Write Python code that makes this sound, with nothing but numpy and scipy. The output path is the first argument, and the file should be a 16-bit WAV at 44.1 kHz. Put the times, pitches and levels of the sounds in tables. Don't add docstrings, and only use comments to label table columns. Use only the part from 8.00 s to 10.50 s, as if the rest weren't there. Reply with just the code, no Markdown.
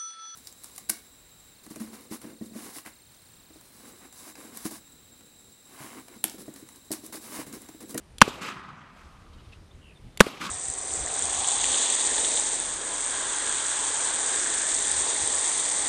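import sys
import numpy as np
from scipy import signal
from scipy.io import wavfile

SR = 44100
rng = np.random.default_rng(int(sys.argv[2]) if len(sys.argv) > 2 else 0)


def volts_from_db(level):
    exponent = np.asarray(level, float) / 20
    return 10 ** exponent


def wav_out(sig):
    wavfile.write(sys.argv[1], SR, np.round(np.clip(np.atleast_2d(sig).T, -1, 1) * 32767).astype(np.int16))


N = 110250
T = np.arange(N) / SR
COARSE_STEP = 40
COARSE = np.arange(N // COARSE_STEP + 2) * COARSE_STEP / SR

# (time [s], housing ring [dB], middle swing [dB], low gas swing [dB], low swing crest delay [s])
SHOTS = [
    (0.2152, 8.5, -8, -1.5, 0.0065),
    (2.2041, -3, 0.5, 0, .0041),
]


def rms_one(x):
    return x / np.sqrt(np.mean(x ** 2) + 1e-20)


def at_hz(points, hz):
    table_hz, values = np.array(points).T
    return np.interp(np.log(hz), np.log(table_hz), values)


def fine(slow):
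    return np.interp(T, COARSE, slow)


def drift(rate_hz):
    r = np.exp(-2 * np.pi * rate_hz * COARSE_STEP / SR)
    white = rng.standard_normal(len(COARSE) + 2000)
    return rms_one(signal.lfilter([1], [1, -2 * r, r * r], white)[2000:])


def band(x, low_hz, high_hz):
    sos = signal.butter(2, [low_hz, min(high_hz, .46 * SR)], "band", fs=SR, output="sos")
    return signal.sosfilt(sos, x)


def ring(clicks, hz, t60_s):
    r, w = volts_from_db(-60 / (t60_s * SR)), 2 * np.pi * hz / SR
    return signal.lfilter([0, np.sin(w)], [1, -2 * r * np.cos(w), r * r], clicks + 1e-18)


def swell(t, rise_s, hold_s, t60_s):
    return np.clip(t / rise_s, 0, 1) * volts_from_db(-60 * np.clip(t - rise_s - hold_s, 0, None) / t60_s)


def bank_of_noise(gain_at):
    white = rng.standard_normal((2, N + 8000))
    edges_hz = 20 * 2 ** (np.arange(30) / 3)
    out = np.zeros(N)
    for k, (low_hz, high_hz) in enumerate(zip(edges_hz, edges_hz[1:])):
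        gain = fine(gain_at(np.sqrt(low_hz * high_hz)))
        out += gain * band(white[k % 2], low_hz, high_hz)[-N:]
    return out


def per_hz(spectrum, hz):
    grid_hz = np.linspace(20, SR / 2, 2000)
    return volts_from_db(at_hz(spectrum, hz)) / np.sqrt(np.mean(volts_from_db(at_hz(spectrum, grid_hz)) ** 2))


def housing(x):
    # (frequency [Hz], width [Hz], level [dB])
    resonances = [(1260, 230, -3), (2430, 450, -7)]
    out = x
    for hz, width_hz, db in resonances:
        r = np.exp(-np.pi * width_hz / SR)
        b = (1 - r * r) / 2
        a = [1, -2 * r * np.cos(2 * np.pi * hz / SR), r * r]
        out = out + volts_from_db(db) * signal.lfilter([b, 0, -b], a, x)
    return out


def air():
    # (frequency [Hz], level [dB])
    air_spectrum = [(15, -34), (25, -4), (75, 1), (113, -8), (1300, -26.5), (2770, -28.5), (8130, -39),
                    (8810, -37.5), (15500, -57)]
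    # (time [s], level [dB])
    gust_levels = [(0.0, -56.5), (0.25, -57), (0.53, -61.5), (1.13, -56.5), (1.32, -54), (1.66, -58),
                   (2.12, -55.5), (2.34, -61.5), (2.5, -62.5)]
    # (frequency [Hz], gain [dB])
    duck_depth = [(40, -9.5), (150, -0.5), (1000, -5), (4000, -3), (10000, -16)]
    air_db, duck_hold_s, duck_release_s = -52.5, 0.52, 0.23
    insect_hz, insect_width_hz, insect_db = 9010, 120, -73
    t = COARSE
    ducked = np.zeros(len(t))
    for s, *_ in SHOTS:
        release = np.clip(1 - (t - s - duck_hold_s) / duck_release_s, 0, 1)
        ducked += np.clip((t - s) / .01, 0, 1) * release
    gust_db = np.interp(t, *np.transpose(gust_levels))
    wind_db = gust_db - gust_db.mean() + 2.5 * drift(9)

    def gain(hz):
        wind_share = at_hz([(120, 0.99), (500, .1)], hz)
        db = air_db + at_hz(duck_depth, hz) * ducked + 1.2 * drift(6) + wind_share * wind_db
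        return per_hz(air_spectrum, hz) * volts_from_db(db)

    hiss = bank_of_noise(gain)
    white = rng.standard_normal(N)
    song = rms_one(band(white, insect_hz - insect_width_hz, insect_hz + insect_width_hz))
    resumed = np.clip((t - 1.1) / .5, 0, 1)
    startled_db = np.where(t < .3, -3, -7 * (2 - resumed))
    song_db = insect_db + 1.5 * drift(25) + at_hz(duck_depth, insect_hz) * ducked + startled_db
    return hiss + song * fine(volts_from_db(song_db))


def ticks():
    # (time [s], peak level [dB], main mode [Hz])
    contacts = [
        (.18355, -31.5, 3530),
        (.20715, -33, 2900),
        (2.17395, -29, 3480),
        (2.19595, -34.5, 2900),
    ]
    # (frequency [Hz], level [dB], t60 [s])
    steel_modes = [(2310, -12.5, .006), (4600, -10, .006), (7500, -8, 0.01), (9300, -11, 0.008),
                   (10500, -9.5, 0.009), (13500, -17, .005), (6000, -14, .005)]
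    main_t60_s, spread_s, echo_s, echo_db = .006, .0028, .005, -16
    count = 7
    at = (np.linspace(0, 1, count) ** 1.3 * spread_s * SR).astype(int)
    lag = int(echo_s * SR)
    out = np.zeros(N)
    for s, db, main_hz in contacts:
        i = int(s * SR)
        for hz, mode_db, t60_s in [*steel_modes, (main_hz, 0, main_t60_s)]:
            hit_db = db + mode_db - np.linspace(1, 9, count) + rng.normal(0, 2.5, count)
            clicks = np.zeros(N // 50)
            clicks[at] = volts_from_db(hit_db) * rng.choice([-1, 1], count)
            one = ring(clicks, hz, t60_s)
            out[i:i + len(one)] += one
            out[i + lag:i + lag + len(one)] += volts_from_db(echo_db) * one
    return out


def blast():
    crack_s, crack_db = .0004, 2
    fizz_hz, fizz_db, fizz_t60_s = 4800, -7.5, 0.0092
    body_hz, body_after_s = 1058, 0.0019
    bounce_hz, bounce_after_s, bounce_db, bounce_fizz_db = 1549, .0042, 4.5, -9
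    mid_hz, mid_peak_s = 482, 0.0034
    swing_hz, swing_t60_s = 199.6, 0.054
    limit_after_s, limit_db, limit_attack_s = .0062, -20.5, 0.003
    suction_db, suction_s = -12.5, 0.0024
    thud_hz, thud_after_s, thud_db = 403, .0646, -17.5
    tau = 2 * np.pi
    t = T[:SR // 8]
    u, v = t - body_after_s, t - bounce_after_s
    out = np.zeros(N)
    for s, body_db, mid_db, swing_db, swing_peak_s in SHOTS:
        crack = volts_from_db(crack_db) * -np.sin(tau * t / crack_s) * swell(t, crack_s, crack_s / 2, 0.0027)
        fizz_level = volts_from_db(fizz_db) * swell(t, 0.0011, 0.0011, fizz_t60_s)
        fizz_level += volts_from_db(bounce_fizz_db) * swell(v, 0.00082, .0015, fizz_t60_s)
        fizz = fizz_level * rms_one(band(rng.standard_normal(len(t)), fizz_hz / 2.5, fizz_hz * 1.6))
        body = volts_from_db(body_db) * np.sin(tau * body_hz * u) * swell(u, .0003, 0.0018, .006)
        bounce = volts_from_db(bounce_db) * np.sin(tau * bounce_hz * v) * swell(v, .0006, .0015, 0.0067)
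        mid = volts_from_db(mid_db) * np.cos(tau * mid_hz * (t - mid_peak_s))
        mid *= swell(t - .0015, 0.0014, 0.0013, 0.014)
        swing = volts_from_db(swing_db) * np.cos(tau * swing_hz * (t - swing_peak_s))
        swing *= swell(t - .001, 0.006, 0.0017, swing_t60_s)
        shut = 1 - np.exp(-np.clip(t - limit_after_s, 0, None) / limit_attack_s)
        loud = (crack + fizz + body + bounce + mid + swing) * volts_from_db(limit_db * shut)
        suction = volts_from_db(suction_db) * t / suction_s * np.exp(1 - t / suction_s)
        q = thud_hz * (t - thud_after_s)
        thud = volts_from_db(thud_db) * np.cos(tau * q) * np.exp(-np.where(q < 0, 3 * q * q, 2.2 * q))
        out[int(s * SR):][:len(t)] += loud - suction + thud
    return out


def echoes():
    # (delay [s], rise [s], hold [s], level [dB], t60 at 1 kHz [s])
    returns = [
        (.006, 0.0011, 0.0019, -24, .055),
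        (0.01, 0.014, 0.044, -40.5, 1.46),
        (0.189, 0.023, 0.044, -36, 0.61),
        (0.264, 0.13, 0.044, -47.5, 2.7),
        (0.714, .05, 0.024, -60, 1.2),
        (0.053, 0.0084, .018, -38.5, 0.11),
    ]
    treble_shares = [.6, 0.41, .35, 0.29, 1, .5]
    # (frequency [Hz], level [dB])
    grass = [(35, -44.5), (60, -16.5), (248, 0), (521, -7), (1070, -4.5), (1550, -11.5), (3190, -9.5),
             (9740, -23.5), (15500, -37)]
    # (frequency [Hz], level [dB])
    earth_bank = [(35, -64), (60, -27), (196, -2), (721, -22.5), (1230, -4), (1910, -14), (2590, -13),
                  (7540, -22), (15500, -40.5)]
    # (frequency [Hz], level [dB])
    trees = [(59, -37), (100, -4), (193, 4.5), (287, -12), (410, -41), (633, -12), (1200, -3),
             (5310, -29.5), (9000, -32.5), (11700, -76), (19800, -120)]
    colours = [grass, grass, earth_bank, trees, earth_bank, grass]
    lumps = drift(60)

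    def gain(hz):
        power = np.zeros(len(COARSE))
        for (delay_s, rise_s, hold_s, db, t60_s), share, colour in zip(returns, treble_shares, colours):
            band_t60_s = t60_s * at_hz([(1000, 0.98), (10000, share)], hz)
            level = volts_from_db(db) * per_hz(colour, hz)
            for s, *_ in SHOTS:
                power += (level * swell(COARSE - s - delay_s, rise_s, hold_s, band_t60_s)) ** 2
        return np.sqrt(power) * volts_from_db(1.1 * lumps + 1.5 * drift(8) + 1.7 * drift(40))

    return housing(bank_of_noise(gain))


def birds():
    # (time [s], length [s], level [dB], pitch [Hz], glide [Hz])
    chips = [
        (1.335, 0.024, -71, 3770, -100),
        (1.38, .03, -71.5, 2922, 0.5),
        (1.435, .035, -73, 3660, -49),
        (1.519, 0.024, -56.5, 2690, -100),
        (1.543, 0.023, -67.5, 2820, 48),
        (1.707, .022, -63, 3610, 149),
        (1.952, .032, -65, 3590, -100),
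    ]
    # (length [s], level [dB])
    chip_click = (0.021, -57)
    click_at_s = 1.521
    twitter_at_s, twitter_db, twitter_rise_s, twitter_t60_s = 1.1, -68, .25, 1.2
    trill_at_s, trill_length_s, trill_db, trill_per_s = 1.812, .127, -57.5, 75
    trill_hz, trill_sag_hz, trill_swing_hz, trill_throb = 3200, 450, 350, .95
    out = np.zeros(N)
    for s, length_s, db, hz, glide_hz in chips:
        x = np.clip((T - s) / length_s, 0, 1)
        pitch_hz = hz + glide_hz * (x - .5) + 90 * fine(drift(150))
        level = volts_from_db(db + 7) * np.sin(np.pi * x ** 0.99) * fine(volts_from_db(3.7 * drift(125)))
        out += level * np.sin(2 * np.pi * np.cumsum(pitch_hz) / SR)

    length_s, db = chip_click
    click = rms_one(band(rng.standard_normal(N), 1700, 4300))
    out += volts_from_db(db) * swell(T - click_at_s, 0.0016, length_s / 2, 3 * length_s) * click

    twitter = fine(volts_from_db(2.9 * drift(30))) * rms_one(band(rng.standard_normal(N), 2400, 4700))
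    out += volts_from_db(twitter_db) * swell(T - twitter_at_s, twitter_rise_s, 0.11, twitter_t60_s) * twitter

    x = np.clip((T - trill_at_s) / trill_length_s, 0, 1)
    wave = np.cos(2 * np.pi * trill_per_s * (T - trill_at_s - .006))
    pitch_hz = trill_hz - trill_sag_hz * x - trill_swing_hz * wave + 60 * fine(drift(150))
    level = volts_from_db(trill_db) * np.sin(np.pi * x ** 1.1) ** 0.34 * (1 + trill_throb * wave)
    return out + level * np.sin(2 * np.pi * np.cumsum(pitch_hz) / SR)


def scene():
    return (blast() + echoes() + ticks() + air() + birds())[None]


def low_pass(x):
    return signal.sosfilt(signal.butter(12, 16450, fs=SR, output="sos"), x)


def record(dry):
    clipped = dry / (1 + np.abs(dry) ** 5) ** (1 / 5)
    top_cut = signal.cheby2(10, 60, 16300, fs=SR, output="sos")
    mix = signal.sosfilt(top_cut, clipped)
    return low_pass(mix)


dry = scene()
out = record(dry)
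wav_out(out)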